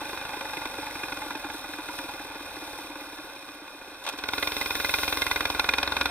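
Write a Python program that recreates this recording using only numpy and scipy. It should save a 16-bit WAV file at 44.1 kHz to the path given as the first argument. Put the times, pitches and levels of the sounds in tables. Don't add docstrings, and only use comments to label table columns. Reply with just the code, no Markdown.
import sys
import numpy as np
from scipy import signal
from scipy.fft import rfft, irfft
from scipy.io import wavfile

SR = 44100
rng = np.random.default_rng(int(sys.argv[2]) if len(sys.argv) > 2 else 0)


def master(y):
    cut = np.clip(np.atleast_2d(y).T, -1, 1)
    pcm = np.round(cut * 32767)
    wavfile.write(sys.argv[1], SR, pcm.astype(np.int16))


N = 269010
TIME = np.arange(N) / SR
CRUISE_HZ, CUTOFF_HZ = 20, 15300
CLUTCH_SLIPS_S, CLUTCH_BITES_S = 2.84, 4.05

# time_s, firing_rate_hz
FIRING_RATE = [(0.0, 25.608), (0.747, 24.031), (1.563, 20.607), (3.257, 16.983), (3.487, 15.762),
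               (3.739, 16.191), (4.211, 19.534), (4.345, 21.701), (4.713, 21.356), (4.951, 21.528),
               (5.623, 21.116), (6.1, 22.42)]
# time_s, opening_fraction
THROTTLE_OPENING = [(0, .11), (4.1, .16), (4.23, .78), (4.38, 1), (4.6, .91), (4.95, 1)]
# time_s, strength_fraction
AIRFLOW = [(4.29, 0), (4.34, .68), (5.0, 1), (6.1, .15)]
# cruise_db, revs_db_per_octave, full_throttle_db, pulling_db_per_s, slack_loss_db
EXHAUST_LEVEL = (-42.5, 12, 8, 1.94, 14)
CLATTER_LEVEL = (-42, 6.5, 1.5, 2, 3)
HISS_LEVEL = (-51, 4, -4.5, 1.5, 6.5)
THROB_LEVEL = (-62, 10, 2.5, 3.5, 9)

# time_s, extra_db
UNEVEN_FIRINGS = [(4.237, 2), (4.286, 4), (4.333, 3), (4.426, 4), (4.472, -3), (4.658, -3), (4.751, 1.5),
                  (4.798, 2), (4.845, 2), (4.938, 4), (4.984, 4), (5.171, -1.5), (5.218, 5), (5.452, 2),
                  (5.548, -3), (5.595, 4), (5.689, 2.5), (5.828, 2.5), (5.92, -2), (6.011, 2)]
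# delay_s, amplitude_ratio
PIPE_ECHOES = [(0, 0.68), (.0009, 0.24), (.0019, 0.23)]
# start_s, relative_bark_db, relative_boom_db, relative_thud_db
COASTING_POPS = [(0.013, -31, -38, -45), (0.131, -33, -47, -30.5), (0.174, -23, -68, -55),
                 (0.212, -27, -61, -55), (0.336, -25.5, -60, -55), (0.368, -30, -45, -30.5),
                 (0.409, -23, -55, -55), (0.451, -34, -61, -57), (0.534, -27, -55, -55),
                 (0.57, -23.5, -35.5, -31), (0.616, -27, -52, -50), (0.655, -24, -39, -32),
                 (0.785, -30, -34.5, -30), (0.83, -30, -54, -53), (0.867, -29, -59, -55),
                 (0.954, -26, -39, -38), (1.034, -22, -34, -30), (1.083, -26.5, -62, -55),
                 (1.122, -21.5, -37, -40), (1.172, -26.5, -47, -55), (1.22, -30, -44, -55),
                 (1.26, -39, -35, -39), (1.306, -23.5, -43, -50), (1.352, -25, -35.5, -33),
                 (1.445, -27, -31, -52), (1.501, -26, -46, -55), (1.542, -34, -35.5, -35),
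                 (1.688, -38, -35, -55), (1.735, -27, -41, -55), (1.785, -30, -34, -45),
                 (1.886, -27, -35.5, -54), (1.988, -22, -35, -49), (2.041, -34, -36, -46),
                 (2.089, -28, -47, -52), (2.137, -31.5, -38, -52), (2.196, -31.5, -40, -52),
                 (2.249, -49, -41, -38), (2.301, -36, -43, -52), (2.404, -38, -39, -44),
                 (2.567, -36, -37, -34), (2.62, -55, -36, -52), (2.676, -47, -41.5, -54),
                 (2.787, -46, -39, -49), (2.844, -46, -37, -58), (2.898, -46, -38, -54),
                 (2.956, -32.5, -39, -57), (3.013, -34.5, -39, -59), (3.069, -49, -41, -51),
                 (3.185, -37, -37.5, -56), (3.243, -48, -49, -34.5), (3.301, -49, -53, -57),
                 (3.362, -36, -43, -44), (3.426, -34, -43, -64), (3.488, -32, -42, -55),
                 (3.551, -38, -47, -58), (3.617, -49, -41, -50), (3.68, -34, -54, -45),
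                 (3.746, -55, -43, -43), (3.813, -37, -48, -42), (3.877, -39, -52, -36),
                 (3.945, -33, -49, -56), (4.01, -49, -56, -49), (4.075, -39, -44, -55),
                 (4.137, -31, -40, -61)]
# start_s, relative_level_db, pitch_hz
HARD_KNOCKS = [(0.059, -32.5, 867), (0.129, -34, 1040), (0.336, -29, 852), (0.37, -37, 1014),
               (0.457, -33, 884), (0.651, -37, 965), (0.829, -29, 863), (0.871, -30, 850), (1.0, -32, 854),
               (1.221, -30, 861), (1.348, -28, 875), (1.44, -29.5, 826), (1.501, -28, 860),
               (1.788, -35, 1000), (1.896, -31.5, 967), (1.993, -32, 960), (2.098, -32, 840),
               (2.201, -31.5, 840), (2.305, -35, 920), (2.786, -39, 940), (2.903, -36, 953)]
# start_s, relative_rattle_db, relative_tick_db
CLUTCH_JERKS = [(4.038, -37, -42), (4.049, -38, -55), (4.064, -27.5, -38), (4.074, -33, -50),
                (4.087, -29, -32), (4.125, -37, -42), (4.176, -43, -42), (4.185, -34, -45),
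                (4.281, -45, -40)]

# pitch_hz, relative_level_db, t60_s
MUFFLER_MODES = [(270, -34.5, 0.39), (300.2, -6, 0.12), (339, -14.5, 0.16), (415, -6, 0.067),
                 (4350, -14, 0.054)]
PIPE_WALL_MODES = [(1432, 1, 0.05), (2070, 1, 0.026), (2440, -5, 0.08), (3680, -1, 0.015)]
BLOCK_MODES = [(517, -5.5, 0.058), (856, -4, 0.15), (907, -4.5, 0.12), (1480, -28, 0.055)]
# coasting_db, pulling_db, revs_db_per_octave, late_shift_db
ENGINE_ORDERS = [(-18, -24, 0, 6), (0, 1.5, 0, -10), (-17, 5, 0, 1.5), (-3, 4, -6, -3), (-9, -11, 0, -3),
                 (-13, -9, 0, -3), (-18, -9.5, 0, -6), (-9, -9, -8, -2)]

# frequency_hz, relative_level_db
CRACK_SPECTRUM = [(100, -6.0), (1000, 5.0), (4000, -21.0), (15000, 11.5)]
SPIT_SPECTRUM = [(1500, -33), (2800, -11), (3700, 7), (5500, -1.5), (8000, -19.5), (15000, -13)]
BLAST_SPECTRUM = [(100, -13), (250, -40), (430, -19.5), (700, 0.5), (1100, 2.5), (1500, 4.5), (2100, 2.5),
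                  (2600, -2), (3700, -6), (5500, -12.5), (8000, -20), (15000, -22)]
RASP_SPECTRUM = [(1200, -45), (1750, -9), (2080, 9), (2450, -15), (3500, -20.5)]
PUFF_SPECTRUM = [(100, -17), (250, -27), (500, -22), (720, -3), (860, 15.5), (1150, -14.5), (1600, 5),
                 (2100, 6), (2600, -15.5), (4000, -22.5), (8000, -10.5), (15000, -26)]
BARK_SPECTRUM = [(100, -2), (350, -12.5), (650, 1.5), (880, 6), (1500, 9), (2400, 0.5), (4000, -8.5),
                 (8000, -15), (15000, -51)]
# frequency_hz, relative_level_db
CLATTER_SPECTRUM = [(40, -10), (100, -11), (190, -14), (270, -16), (400, -5.5), (700, 4.5), (880, 3.5),
                    (1150, 5.5), (1700, 2), (2500, -5), (4000, -10.5), (6000, -16.5), (9000, -19),
                    (15000, -45)]
RATTLE_SPECTRUM = [(150, -35), (600, 5), (1000, 11), (1700, 4), (2500, -1), (3200, 4), (4000, -1),
                   (6000, -7), (10000, -14), (15000, -19)]
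TICK_SPECTRUM = [(1500, -26), (3200, -6), (6000, 6), (9000, 3), (12000, -1), (15000, -2)]
INTAKE_SPECTRUM = [(300, -31), (3000, 3), (6000, 0), (8000, -2.5), (10000, 0.5), (12500, 3.5), (15000, 5.5)]
HISS_SPECTRUM = [(200, -20), (1500, -5), (4000, 1), (6000, 0), (9000, 1), (11000, 1), (13000, .5),
                 (15500, 1)]

# centre_hz, width_hz, gain_db
PEAKS_AND_DIPS = [(286.6, 99, 20), (544, 56, 7.5), (671, 56, -5.5), (1321, 137, -14.5), (1424, 144, 9),
                  (1871, 200, -8.5), (2130, 236, 5), (2263, 222, -12), (2450, 288, 14), (2900, 300, -8),
                  (3714, 676, 11), (4890, 140, -5.5), (5387, 390, 9.5), (7192, 274, -45), (8850, 190, 6.5),
                  (12270, 1400, -6.5), (14700, 800, -2)]
# frequency_hz, level_db
PORT_DIFFUSE = [(100, -45), (200, -56), (300, -33), (900, -23), (1500, -16), (1850, -1.5), (2450, -12.5),
                (3000, -2), (3700, -4.5), (5500, -11.5), (9000, -1), (15000, -2.5)]
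# frequency_hz, left_minus_right_db
PORT_BALANCE = [(500, 0.17), (1200, 0.5), (1500, -2.5), (2000, -6), (2450, -1.5), (3000, 0.5), (3700, 2),
                (4700, -3), (7000, 2.5), (9000, 2), (12000, -1), (15000, -0.5)]
# frequency_hz, left_lead_rad
PORT_PHASE = [(100, 0), (850, 0), (1100, -.1), (1750, 0), (1900, -1.3), (2200, -1.3), (2350, 0), (2750, 0),
              (3400, 2.7), (4000, 1.9), (5500, 2.4), (7500, 2.4), (9000, 1.7), (10300, .4), (12500, 1.7),
              (14800, .6)]


def exhaust(fired, throttle, air, exhaust_db):
    at = (fired * SR).astype(int)
    load = np.clip(throttle[at], .001, 1)
    chance = rng.standard_normal((len(at), 3))
    level_db = exhaust_db[at] + 1.5 * chance[:, 0]
    extra_db = sum(db * (abs(fired - s) < .02) for s, db in UNEVEN_FIRINGS)
    driven_db = level_db + extra_db + 20 * np.log10(load)
    front = pressure_front(fired, load ** 2 * from_db(level_db + 14 + .5 * extra_db))
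    clang = strike(fired + .003, driven_db + 2.5, PIPE_WALL_MODES, scatter_db=2)
    crack = to_ports(front + clang, np.zeros(N), CRACK_SPECTRUM, depth=.4)
    muffler = strike(fired, -28.5 + 30 * np.log10(load), MUFFLER_MODES, scatter_db=1)
    spit = swells(fired + .0011, driven_db + 5 + 1.3 * chance[:, 1], rise_s=.0006, decay_s=.0021)
    blast = swells(fired + .00036, driven_db + 10.5, rise_s=.0011, decay_s=.0046)
    puff = swells(fired, level_db + 2 + chance[:, 2], rise_s=.0026, decay_s=.006) * (1 - throttle)
    jet = rush(spit, SPIT_SPECTRUM) + rush(blast, BLAST_SPECTRUM)
    rasp = blast * air * from_db(-5 + 2.5 * drift(20))
    return crack + jet + rush(rasp, RASP_SPECTRUM) + rush(puff, PUFF_SPECTRUM) + muffler


def pressure_front(fired, heights, width_s=.0002):
    phase = (TIME[:SR // 200] - .00056) / width_s
    pulse = phase * np.exp(-phase ** 2 / 2)
    arrivals = sum(clicks(fired + delay_s, share * heights) for delay_s, share in PIPE_ECHOES)
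    return np.convolve(arrivals, pulse)[:N]


def afterfire(extra_pops):
    listed_pops = np.array(COASTING_POPS) + [0, -4.5, 0, -.5]
    start_s, bark_db, boom_db, thud_db = np.vstack([listed_pops, extra_pops]).T
    push = clicks(start_s, from_db(boom_db + 3.5))
    boom = no_bass(ring(push, hz=295, t60_s=.1) - ring(push, hz=338, t60_s=.035))
    thud = no_bass(ring(clicks(start_s, from_db(thud_db)), hz=419, t60_s=.029), corner_hz=131)
    bark = swells(start_s - .0015, bark_db, rise_s=.0012, decay_s=.006)
    return boom - thud + rush(bark, BARK_SPECTRUM)


def chance_pops(fired, rate, throttle, exhaust_db, cruise_share=.71, spread_db=2):
    at = (fired * SR).astype(int)
    octaves_down = np.log2(CRUISE_HZ / rate[at])
    ignites = rng.random(len(at)) < cruise_share + octaves_down
    gap_to_listed_s = abs(fired[:, None] - np.array(COASTING_POPS)[:, 0]).min(axis=1)
    free = gap_to_listed_s > .5 / rate[at]
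    scatter_db = spread_db * rng.standard_normal((len(at), 2))
    bark_db = exhaust_db[at] + 3.5 + scatter_db[:, 0]
    boom_db = -42.5 + 13 * octaves_down - 6 * drive_slack()[at] + scatter_db[:, 1]
    pops = np.transpose([fired + .0028, bark_db, boom_db, boom_db])
    return pops[ignites & free & (throttle[at] < .5)]


def clatter(cycle, throttle, clatter_db):
    crank_turn = 1 + .052 * np.cos(4 * np.pi * (cycle + .1))
    power_stroke = 1 + .039 * throttle * np.cos(2 * np.pi * (cycle - .35))
    grain = from_db(clatter_db + 1 + 1.5 * drift(500))
    return rush(grain * crank_turn * power_stroke, CLATTER_SPECTRUM)


def piston_slap(fired, throttle, clatter_db):
    at = (fired * SR).astype(int)
    level_db = clatter_db[at] - 10 * throttle[at]
    between = (fired[1:] + fired[:-1]) / 2
    knocks = strike(fired + .00295, level_db, BLOCK_MODES, scatter_db=2)
    return knocks + strike(between, level_db[1:] - 4, BLOCK_MODES, scatter_db=3)


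def pings():
    sound = 0
    for start_s, level_db, pitch_hz in HARD_KNOCKS:
        envelope = swells(np.array([start_s]), [level_db - 3], rise_s=.0013, decay_s=.017)
        sound += envelope * np.sin(2 * np.pi * pitch_hz * (TIME - start_s))
    return sound


def clutch_snatch(gain_db=-1.5):
    start_s, rattle_db, tick_db = np.transpose(CLUTCH_JERKS)
    links = from_db(2 * drift(1200))
    rattle = links * swells(start_s, rattle_db + gain_db, rise_s=.001, decay_s=.012)
    tick = links * swells(start_s, tick_db + gain_db, rise_s=.0015, decay_s=.007)
    return rush(rattle, RATTLE_SPECTRUM, depth=.7) + rush(tick, TICK_SPECTRUM, depth=.6)


def intake(cycle, air):
    gulp = 1 + .25 * np.cos(2 * np.pi * (cycle - .28))
    return rush(from_db(-36 + 2.5 * drift(1500)) * air ** 2 * gulp, INTAKE_SPECTRUM)


def gear_whine(cycle, teeth=25, build_s=.55):
    loaded = np.clip((TIME - CLUTCH_BITES_S) / build_s, 0, 1) ** 2
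    return from_db(-47 + 2 * drift(10)) * loaded * np.sin(2 * np.pi * 2 * teeth * cycle)


def rolling_hiss(cycle, air, hiss_db):
    tug = 1 + .16 * np.cos(4 * np.pi * cycle)
    waver_db = 1.2 * drift(20)
    grain_db = 1.5 * drift(1300)
    return rush(from_db(hiss_db + 6 + 9 * air + grain_db + waver_db) * tug, HISS_SPECTRUM)


def throb_and_wind(cycle, rate, throttle, throb_db, shift_start_s=5.55, shift_length_s=.2):
    crest = .072 + .12 * throttle
    octaves = np.log2(rate / CRUISE_HZ)
    shift = np.clip((TIME - shift_start_s) / shift_length_s, 0, 1)
    hum = 0
    for order, (coast_db, pull_db, revs_db, shift_db) in enumerate(ENGINE_ORDERS, 1):
        waver_db = (1 - .6 * throttle) * drift(12)
        level_db = coast_db + (pull_db - coast_db) * throttle + revs_db * octaves + shift_db * shift
        hum += from_db(level_db + waver_db + 1.5) * np.cos(2 * np.pi * order * (cycle - crest))
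    wind_band = signal.butter(2, [28, 140], "band", fs=SR, output="sos")
    wind = signal.sosfilt(wind_band, rng.standard_normal(N))
    gusts = from_db(-7.5 + 2 * drift(3.4))
    return from_db(throb_db) * (hum + gusts * wind / wind.std())


def source_level(law, rate, throttle):
    cruise_db, revs_db, throttle_db, build_db, slack_db = law
    pulling_s = np.cumsum(throttle > .5) / SR
    steady_db = cruise_db + revs_db * np.log2(rate / CRUISE_HZ) + throttle_db * throttle
    return steady_db + build_db * pulling_s - slack_db * drive_slack()


def drive_slack(release_s=1, grab_s=.19):
    released = np.clip((TIME - CLUTCH_SLIPS_S) / release_s, 0, 1)
    return released * np.clip(1 - (TIME - CLUTCH_BITES_S) / grab_s, 0, 1)


def to_ports(mid, side, spectrum, depth=1, size=4096):
    hz = np.arange(size // 2 + 1) * SR / size
    colour_db = sum(db / (1 + (2 * (hz - centre) / width) ** 2) for centre, width, db in PEAKS_AND_DIPS)
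    cepstrum = irfft(np.log(from_db(at_hz(spectrum, hz) + depth * colour_db)))
    cepstrum[1:size // 2] *= 2
    cepstrum[size // 2 + 1:] = 0
    response = np.exp(rfft(cepstrum))
    response /= np.sqrt(np.mean(abs(response) ** 2 * (hz < CUTOFF_HZ)))
    left_right = np.array([[1], [-1]])
    diffuse = from_db(at_hz(PORT_DIFFUSE, hz))
    balance = from_db(.5 * left_right * at_hz(PORT_BALANCE, hz))
    phase = np.exp(.5j * left_right * at_hz(PORT_PHASE, hz))
    ports = response * balance * phase / np.hypot(1, diffuse)
    stereo, margin = 0, size // 16
    for sound, share in ((mid, 1), (side, left_right * diffuse)):
        kernel = np.roll(irfft(ports * share), margin, axis=1)
        stereo += signal.oaconvolve(sound[None], kernel, axes=1)[:, margin:margin + N]
    return stereo


def rush(envelope, spectrum, depth=1):
    mid, side = envelope * rng.standard_normal((2, N))
    return to_ports(mid, side, spectrum, depth)


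def strike(times, level_db, modes, scatter_db):
    chance_db = scatter_db * rng.standard_normal((len(times), len(modes)))
    return no_bass(sum(ring(clicks(times, from_db(level_db + mode_db + chance_db[:, k])), hz, t60_s)
                       for k, (hz, mode_db, t60_s) in enumerate(modes)))


def ring(force, hz, t60_s):
    radius, angle = from_db(-60 / (t60_s * SR)), 2 * np.pi * hz / SR
    return signal.lfilter([0, np.sin(angle)], [1, -2 * radius * np.cos(angle), radius ** 2], force + 1e-18)


def no_bass(sound, corner_hz=232):
    return signal.sosfilt(signal.butter(4, corner_hz, "high", fs=SR, output="sos"), sound)


def swells(times, level_db, rise_s, decay_s):
    age = TIME[:SR // 8]
    shape = (1 - np.exp(-(age / rise_s) ** 2)) * np.exp(-age / decay_s)
    return signal.fftconvolve(clicks(times, from_db(level_db)), shape / shape.max())[:N]


def clicks(times, heights):
    return np.bincount(np.clip(np.round(times * SR).astype(int), 0, N - 1), heights, N)


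def drift(rate_hz):
    return np.interp(TIME * rate_hz, np.arange(N), rng.standard_normal(N)) * np.sqrt(3 / 2)


def in_time(curve):
    return np.interp(TIME, *np.transpose(curve))


def at_hz(spectrum, hz):
    frequency_hz, value = np.transpose(spectrum)
    return np.interp(np.log(hz + 1), np.log(frequency_hz), value)


def from_db(db):
    return 10 ** (np.asarray(db) / 20)


def scene():
    rate, throttle, air = map(in_time, (FIRING_RATE, THROTTLE_OPENING, AIRFLOW))
    laws = EXHAUST_LEVEL, CLATTER_LEVEL, HISS_LEVEL, THROB_LEVEL
    exhaust_db, clatter_db, hiss_db, throb_db = (source_level(law, rate, throttle) for law in laws)
    cycle = np.cumsum(rate) / SR - .32
    fired = TIME[1:][np.diff(np.floor(cycle)) > 0]
    gas = exhaust(fired, throttle, air, exhaust_db)
    gas += afterfire(chance_pops(fired, rate, throttle, exhaust_db))
    metal = clatter(cycle, throttle, clatter_db) + piston_slap(fired, throttle, clatter_db)
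    metal += pings() + gear_whine(cycle)
    hiss = rolling_hiss(cycle, air, hiss_db) + intake(cycle, air)
    return gas + metal + hiss + clutch_snatch() + throb_and_wind(cycle, rate, throttle, throb_db)


def record(dry):
    headroom = .48
    dry = signal.sosfilt(signal.butter(2, 15, "high", fs=SR, output="sos"), dry)
    rounded = headroom * np.tanh(dry / headroom)
    return signal.sosfilt(signal.ellip(10, .1, 80, CUTOFF_HZ, fs=SR, output="sos"), rounded)


dry = scene()
out = record(dry)
master(out)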